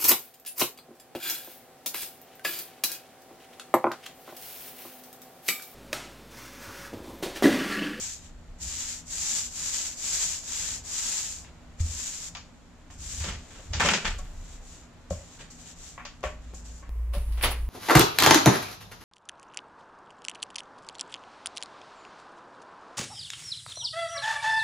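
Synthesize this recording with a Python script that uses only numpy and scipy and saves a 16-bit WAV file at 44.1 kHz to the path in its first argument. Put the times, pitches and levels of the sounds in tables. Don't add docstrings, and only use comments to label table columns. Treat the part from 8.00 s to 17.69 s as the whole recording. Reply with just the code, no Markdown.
import sys
import numpy as np
from scipy import signal
from scipy.fft import rfft, irfft, next_fast_len
from scipy.io import wavfile
from scipy.ndimage import uniform_filter1d

SR = 44100
rng = np.random.default_rng(int(sys.argv[2]) if len(sys.argv) > 2 else 0)


def unload_audio(sound):
    columns = np.transpose(np.atleast_2d(sound))
    steps = np.round(np.clip(columns, -1, 1) * 32767)
    wavfile.write(sys.argv[1], SR, steps.astype(np.int16))


N = 427329
TIME = np.arange(N) / SR
SWITCH_S = 8.893
SWITCH = int(SWITCH_S * SR)
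# hz, side_minus_mid_db
DIFFUSE_WIDTH = [(60, -12), (110, -4), (200, -22), (380, -4.5), (700, -7.5), (1290, -6), (2380, -3.5),
                 (4400, 0.5), (8120, -6.5), (15000, 5)]


def undb(db):
    return 10 ** (np.asarray(db) / 20)


def unit(x):
    return x / np.sqrt(np.mean(x ** 2))


def colour(x, points):
    size = next_fast_len(x.shape[-1])
    hz, db = np.transpose(points)
    log_hz = np.log(np.fft.rfftfreq(size, 1 / SR) + 1)
    response = undb(np.interp(log_hz, np.log(hz), db))
    return irfft(rfft(x, size) * response, size)[..., :x.shape[-1]]


def crackle(per_second, spread_db, size):
    chance = rng.random((4, size))
    sizes = undb(-spread_db * np.log(1 - chance[1]))
    ticks = sizes * (chance[0] < per_second / SR)
    return ticks * np.sign(chance[2:] - .5)


def walk(rate_hz):
    k = int(SR / rate_hz)
    return unit(uniform_filter1d(uniform_filter1d(rng.standard_normal(N), k), k))


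def ring(modes, seconds):
    t = np.arange(round(seconds * SR)) / SR
    out = sum(undb(db) * np.sin(2 * np.pi * hz * t) * 1000. ** (-t / t60_s) for hz, db, t60_s in modes)
    return out / np.abs(out).max()


def struck(modes, push):
    detune = 1 + 0.025 * rng.standard_normal(len(modes))
    detuned = [(hz * d, db, t60_s) for (hz, db, t60_s), d in zip(modes, detune)]
    free = ring(detuned, len(push) / SR)
    out = signal.fftconvolve(free, push)[:len(free)]
    return out / np.abs(out).max()


def resonance(hz, pass_width_hz, size):
    b, a = signal.iirpeak(hz, hz / pass_width_hz, SR)
    once = signal.lfilter(b, a, rng.standard_normal(size))
    return unit(signal.lfilter(b, a, once))


def tail(t60_s):
    t = np.arange(int(t60_s * SR)) / SR
    h = rng.standard_normal(SR)[:len(t)] * 1000. ** (-t / t60_s)
    return h / np.sqrt(np.sum(h ** 2))


def ports(pair, points, width=None):
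    # hz, side_minus_mid_db
    near_width = [(60, -24), (200, -19), (400, -15), (700, -13), (1300, -8.5), (2400, -4), (4400, 0),
                  (8000, 0), (15000, 0)]
    mid, side = unit(colour(pair, points))
    side = colour(side, near_width if width is None else width)
    return np.array([mid + side, mid - side])


def add(track, s, sound):
    i = int(s * SR)
    track[..., i:i + sound.shape[-1]] += sound[..., :N - i]


def swell(peak_s, rise_s, fall_s):
    i = max(int((peak_s - rise_s) * SR), 0)
    t = TIME[i:int((peak_s + fall_s) * SR)] - peak_s
    return i, np.cos(np.pi / 2 * np.where(t < 0, t / rise_s, t / fall_s))


def burst(s, attack_s, hold_s, t60_s):
    i = int(s * SR)
    t = TIME[i:int((s + attack_s + hold_s + t60_s) * SR)] - s
    release = 1000. ** (-np.maximum(t - attack_s - hold_s, 0) / t60_s)
    return i, np.clip(t / attack_s, 0, 1) * release


def gain(shapes, levels_db, floor_db):
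    power = np.full(N, undb(floor_db) ** 2)
    for (i, shape), db in zip(shapes, levels_db):
        power[i:i + len(shape)] += (undb(db) * shape) ** 2
    return np.sqrt(power)


def roller():
    # hz, relative_db
    film = [(350, -24.5), (600, -22.5), (840, -20), (1400, -17.5), (1600, -16), (3900, -11.5), (5000, -9),
            (6000, -5), (6700, -2), (7200, 1), (7700, -3), (8100, -9.5), (8900, -18.5), (15000, -30.5)]
    # fastest_s, speeding_up_s, slowing_s, crackle_db, extra_coarse_db
    strokes = [(0.0, .1, 0.2, -37, 0), (0.26, 0.1, 0.054, -56.5, 6.5), (0.83, 0.25, 0.2, -36, 1.5),
               (1.31, 0.26, 0.21, -32, -0.5), (1.76, 0.28, .21, -33, 0.5), (2.178, 0.23, 0.25, -30.5, 0),
               (2.63, .24, 0.19, -34.5, 1.5), (3.068, .24, 0.32, -32.5, 0.5), (3.36, 0.14, 0.11, -47.5, -2),
               (4.051, .28, 0.45, -38.5, 0.5), (5.14, 0.17, 0.21, -40.5, 1.5), (5.58, 0.3, 0.29, -57, 5.5),
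               (6.3, .15, 0.2, -63.5, 4), (6.53, 0.2, 0.084, -56, 4.5), (6.74, 0.16, 0.14, -55, 3),
               (7.28, 0.17, 0.22, -57, 4.5), (7.61, 0.043, 0.046, -53, 4), (7.69, 0.067, 0.062, -49.5, 4.5),
               (7.84, 0.095, 0.15, -49, 3), (8.46, 0.063, 0.16, -64.5, 9), (8.665, 0.03, 0.084, -52, 2),
               (8.76, .08, 0.095, -56.5, -4)]
    # start_s, attack_s, crackle_db, t60_s
    dabs = [(0.598, 0.034, -37, .3), (3.797, 0.0087, -39.5, 0.17), (4.9, 0.0078, -56.5, 1),
            (6.18, 0.007, -46.5, 0.14), (7.1, 0.0059, -44, 0.44), (7.499, 0.0098, -49.5, 0.36),
            (8.236, 0.011, -49, 0.34), (8.541, 0.0051, -47.5, 0.34)]
    dab_coarse_db = -2.5
    coarse_power = 1.12
    wet_film_db = -71.5
    lift_s, lift_fade_s = 4.285, 0.011

    threads = crackle(7000, 1.6, size=N)
    fine = ports(threads, film) * undb(1.0 * walk(31))
    coarse = colour(fine, [(1500, 1.5), (4000, -1.5), (5500, -57)])
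    lifted = np.exp(-np.maximum(TIME - lift_s, 0) / lift_fade_s)
    shapes = [swell(*row[:3]) for row in strokes]
    shapes += [burst(s, attack_s, 0, t60_s) for s, attack_s, _, t60_s in dabs]
    shapes = [(i, shape * lifted[i:i + len(shape)] if i < lift_s * SR else shape) for i, shape in shapes]
    db = np.array([row[3] for row in strokes] + [row[2] for row in dabs])
    coarse_db = np.array([row[4] for row in strokes] + [dab_coarse_db] * len(dabs))
    fine_level = gain(shapes, db, wet_film_db)
    coarse_shapes = [(i, np.abs(shape) ** coarse_power) for i, shape in shapes]
    coarse_level = gain(coarse_shapes, db + coarse_db, wet_film_db)
    return (TIME < SWITCH_S) * (fine_level * fine + (coarse_level - fine_level) * coarse)


def shop():
    # hz, relative_db
    far_air = [(160, -9), (280, -4.5), (567, -4.5), (627, -3.5), (767, -5), (1270, -8.5), (1500, -9.5),
               (4180, -19.5), (7160, -27.5), (15500, -43.5)]
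    close_air = [(59, -32), (100, -11.5), (219, -21.5), (543, -23.5), (847, -29), (1020, -22.5),
                 (1470, -33), (2020, -32), (2190, -32.5), (3970, -45.5), (15700, -44)]
    # hz, width_hz (per filter pass), level_db
    room_modes = [(94, 76, -60), (167.6, 23.5, -60.5), (242.1, 16.5, -61), (290.8, 35, -67.5)]
    far_db, close_db = -58, -55.5

    air = ports(rng.standard_normal((2, N)), far_air, DIFFUSE_WIDTH) * undb(far_db + 1.0 * walk(1.3))
    mid, side = [sum(undb(db) * resonance(1. * hz, 1. * width_hz, size=N) for hz, width_hz, db in room_modes)
                 for _ in range(2)]
    out = air + mid + undb(-8.0) * side * np.array([[1], [-1]])
    out[:, SWITCH:] = ports(rng.standard_normal((2, N - SWITCH)), close_air) * undb(close_db)
    return out


def bench():
    # loudest_s, rise_s, fall_s, boom_db, deep_rumble_db
    swells = [(0.45, .25, 0.3, -58, -47.5), (0.65, 0.083, 0.12, -50, -47), (1.8, 0.37, .3, -58, -57),
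              (2.72, 0.22, 0.44, -53.5, -60), (3.86, 0.09, 0.16, -41, -38.5), (5.0, .15, 0.17, -44, -54),
              (5.28, 0.29, 0.22, -39, -60), (5.75, 0.098, 0.21, -33.5, -49),
              (6.1, 0.075, 0.47, -42.5, -33.5), (6.599, 0.18, 0.33, -51, -44), (7.18, .15, 0.1, -48.5, -57),
              (8.39, 0.57, 0.19, -60.5, -51), (8.96, 0.13, .15, -53, -40), (9.18, 0.062, 0.25, -36, -33),
              (9.5, 0.32, 0.22, -42.5, -31)]
    # start_s, level_db, hand_damping (divides t60), extra_upper_modes_db
    thuds = [(3.803, -13.5, 1.27, -15), (3.859, -31, 2, 5), (5.203, -30, 2.2, 4), (5.7, -27, 1, 3),
             (5.744, -19.5, 1.9, -3), (5.849, -35, 1.2, 14), (6.075, -30, 0.93, 8), (6.246, -41, 2.2, 0),
             (7.109, -16.5, 1.8, 16), (8.241, -34, 0.91, 10), (9.166, -20, 2.9, 18)]
    # hz, relative_db, undamped_t60_s
    bench_modes = [(80.2, 5, 0.39), (62.5, -6, 0.61), (109.6, -21.5, 0.54), (177, -10, 0.16),
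                   (243, -24, .1)]
    boom_hz, boom_pass_width_hz = 61.7, 37.8
    boom_floor_db, deep_floor_db = -55.5, -56
    lead_s = 0.0001

    out, t = np.zeros(N), np.arange(SR // 2) / SR
    for s, db, damping, upper_db in thuds:
        modes = [(hz, mode_db + upper_db * (hz > 100), t60_s / max(damping, .5))
                 for hz, mode_db, t60_s in bench_modes]
        add(out, s, undb(db) * ring(modes, .5) * (1 - np.exp(-t / 0.0049)))
    boom = resonance(boom_hz, boom_pass_width_hz, size=N) * undb(2.2 * walk(5))
    deep = unit(colour(rng.standard_normal(N), [(8, -32), (20, 4), (36, 9.5), (52, -17), (200, -61)]))
    shapes = [swell(*row[:3]) for row in swells]
    boom_db, deep_db = np.array(swells)[:, 3:].T
    out = out + gain(shapes, boom_db, boom_floor_db) * boom + gain(shapes, deep_db, deep_floor_db) * deep
    return out + lead_s * SR * np.gradient(out) * np.array([[1], [-1]])


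def scrape():
    # hz, relative_db
    slip_points = [(90, -15), (160, 2.5), (300, -9), (440, -4), (620, -11.5), (1060, -11.5), (1400, -8.5),
                   (3100, -9), (4200, -16), (6000, -17), (7300, -14), (8000, -20.5), (8900, -33.5),
                   (15000, -53.5)]
    # start_s, sliding_s, level_db, t60_s, brightness_db
    slides = [(3.44, 0.026, -55.5, 0.17, -8), (5.233, 0.084, -39, 0.21, 2.5), (5.5, 0.079, -53, .15, -1),
              (5.726, .03, -38.5, .3, -4), (5.795, 0.075, -26.5, 0.38, 2.5), (5.9, 0.033, -29.5, 0.34, 6),
              (6.044, 0.018, -33.5, .22, 4.5), (6.19, .1, -61.5, .2, 2), (7.387, 0.025, -49.5, 0.28, 8)]
    attack_s = 0.007

    slips = ports(crackle(6000, 2.0, size=N), slip_points) * undb(2.0 * walk(83))
    bright = colour(slips, [(2500, -18), (4500, -13), (9000, -2)])
    shapes = [burst(s, attack_s, hold_s, t60_s) for s, hold_s, _, t60_s, _ in slides]
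    db, bright_db = np.array(slides)[:, [2, 4]].T
    level = gain(shapes, db, -np.inf)
    bright_level = gain(shapes, db + bright_db, -np.inf)
    return level * slips + (bright_level - level) * bright


def knocks():
    # start_s, low_crack_db, high_crack_db, hollow_ring_db, wall_ring_db, rattle_t60_s
    hits = [(3.7964, -39, -44, -49, -52, 0.16), (4.3501, -28.5, -34, -63, -39, 0.13),
            (4.369, -35.5, -38.5, -60, -59, 0.24), (4.902, -46, -55, -64, -47.5, 0.38),
            (5.2048, -33, -37, -51, -54, 0.42), (5.24, -30.5, -35, -38, -50, .3),
            (5.2797, -36, -40, -57, -59, 0.51), (5.592, -47.5, -60, -41.5, -50, 0.17),
            (5.7344, -24, -25, -37, -52, 0.22), (5.7984, -15.5, -27, -45, -29, 0.22),
            (5.8057, -11.5, -40, -53, -20, 0.22), (5.8489, -29, -23, -24.5, -20, .15),
            (5.887, -7.5, -18, -49, -40, 0.096), (5.9355, -12.5, -18.5, -30, -45, .17),
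            (6.047, -25, -42, -37, -35, 0.17), (6.0534, -16.5, -28, -51, -57.5, .23),
            (6.1885, -56, -45, -43, -39.5, 0.11), (7.1071, -40, -48, -22, -38, .11),
            (7.1264, -44, -54, -30, -42, 0.41), (7.503, -55, -47, -68, -50, .15),
            (7.9779, -34, -57, -52, -31, .36), (7.998, -34, -63, -64, -37.5, 0.18),
            (8.0516, -30.5, -35, -45, -43, .21), (8.2305, -37, -44, -40, -35, .29),
            (8.2381, -22.5, -42.5, -18, -19.5, 0.24), (8.54, -53, -61, -58, -46, .2),
            (8.8252, -42.5, -71, -48, -48, .3), (9.1363, -37, -40, -40, -37, 0.11),
            (9.149, -38, -40, -32.5, -40, 0.17), (9.3234, -43, -42.5, -65, -67, 0.23),
            (9.374, -39.5, -53, -60, -50, 0.49), (9.4108, -27, -40, -42, -46, 0.29),
            (9.427, -23.5, -23, -47, -48, 0.14), (9.437, -12, -21, -47, -28, 0.17),
            (9.515, -28, -41, -57, -51, 0.22)]
    # nominal_hz, relative_db, t60_s
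    hollow_modes = [(445, -11, 0.11), (525, -20, .07), (562, 7.5, 0.083), (610, 5.5, 0.1), (706, -6, 0.047)]
    wall_modes = [(724, 5, 0.16), (880, -39.5, 0.15), (1083, 6, 0.16), (1126, 10.5, 0.11), (1338, 0, 0.11),
                  (1525, -4, 0.081), (1895, -0.5, 0.099), (2226, -17, 0.041), (2480, -20, 0.071),
                  (3260, -25, .06)]
    # hz, relative_db
    high_far = [(3000, -50), (4500, 6.5), (7200, 8.5), (9000, -45), (15000, -45)]
    high_close = [(3000, -38), (4500, 5), (7000, -8), (10200, 5), (12000, -2), (15700, 2)]
    contact_ms = 8.8
    crack_top_hz, top_hz_per_db = 3700, 58
    far_pan_db = 2

    out, t = np.zeros((2, N)), np.arange(int(.3 * SR)) / SR
    contact = 1000 * t / contact_ms
    tap = 40 * (np.arange(len(t)) == 40)
    for s, low_db, high_db, hollow_db, wall_db, t60_s in hits:
        grit = rng.standard_normal((2, len(t)))
        high = ports(grit, high_far if s < SWITCH_S else high_close)
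        top_hz = max(crack_top_hz + top_hz_per_db * (high_db - low_db), 1200)
        low = ports(grit, [(350, -28), (800, 0), (top_hz, 0), (1.56 * top_hz, -16), (2 * top_hz, -40)])
        rattle = undb(low_db) * low + undb(high_db) * high
        shape = 0.052 * np.exp(-t / 0.0038) + 0.27 * 1000. ** (-t / max(t60_s, .02))
        push = (grit[0] + tap) * np.sqrt(contact) * np.exp(-1.5 * contact)
        tray = undb(hollow_db) * struck(hollow_modes, push) + undb(wall_db) * struck(wall_modes, push)
        tray = colour(tray, [(250, -28), (420, -0.5)])
        pan_db = far_pan_db * (s < SWITCH_S)
        pan = undb(np.array([[pan_db], [-pan_db]]) / 2)
        add(out, s, (rattle * shape + 1.08 * tray) * pan)
    return out


def hum():
    start_s, mean_hz, far_db, close_db = 8.24, 56.9, -45.5, -31
    surge_db, surge_t60_s = -31, 0.18

    turns = np.cumsum(mean_hz * (1 + 0.019 * walk(17))) / SR
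    throb = undb(2.2 * walk(30))
    fade_in = np.clip((TIME - start_s) / .03, 0, 1)
    steady = fade_in * undb(np.where(TIME < SWITCH_S, far_db, close_db))
    surge = gain([burst(start_s, 0.024, 0, surge_t60_s)], [surge_db], -np.inf)
    wave = -np.sqrt(2) * np.cos(2 * np.pi * (turns - turns[SWITCH]))
    return np.hypot(steady, surge) * throb * wave


def wade():
    # hz, relative_db
    squelch_points = [(71, -28), (120, 5), (162, -20), (255, -0.5), (299, -16), (357, -4), (2300, -12),
                      (2740, -11), (8000, -26.5), (10400, -67), (17600, -120)]
    treble_points = [(4000, -40), (6000, -22), (8500, -3), (9700, 4), (10300, 11.5), (11200, -1),
                     (13000, 1), (15800, -8)]
    # start_s, hold_s, t60_s, squelch_db, sticky_treble_db
    wades = [(9.127, .01, .4, -45, -51.5), (9.13, 0.48, 0.76, -60, -60.5), (9.366, .05, .2, -48.5, -66),
             (9.417, .02, 0.089, -47, -31), (9.429, 0.0057, 0.31, -25.5, -45),
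             (9.501, 0.0053, 0.088, -44, -36.5)]
    attack_s = 0.014

    squelch = ports(crackle(5000, 2.0, size=N - SWITCH), squelch_points)
    treble = ports(crackle(9000, 2.0, size=N - SWITCH), treble_points)
    shapes = [burst(s, attack_s, hold_s, t60_s) for s, hold_s, t60_s, _, _ in wades]
    squelch_db, treble_db = np.array(wades)[:, 3:].T
    out = np.zeros((2, N))
    out[:, SWITCH:] += gain(shapes, squelch_db, -np.inf)[SWITCH:] * squelch
    out[:, SWITCH:] += gain(shapes, treble_db, -np.inf)[SWITCH:] * treble
    return out


def scene():
    room_t60_s, room_db = 0.35, -9
    hand = roller() * undb(np.array([[1.2], [-1.2]])) + scrape() + knocks()
    walls = np.array([tail(room_t60_s), tail(room_t60_s)])
    mid, side = signal.oaconvolve(hand.mean(axis=0, keepdims=True), walls, axes=1)[:, :N]
    side = colour(side, DIFFUSE_WIDTH)
    echo = undb(room_db) * np.array([mid + side, mid - side])
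    return hand + echo + shop() + bench() + hum() + wade()


def record(dry):
    far_top_hz, close_top_hz = 15050, 15750
    cut = [signal.sosfilt(signal.ellip(16, .2, 80, hz, fs=SR, output="sos"), dry)
           for hz in (far_top_hz, close_top_hz)]
    return np.where(TIME < SWITCH_S, *cut)


dry = scene()
out = record(dry)
unload_audio(out)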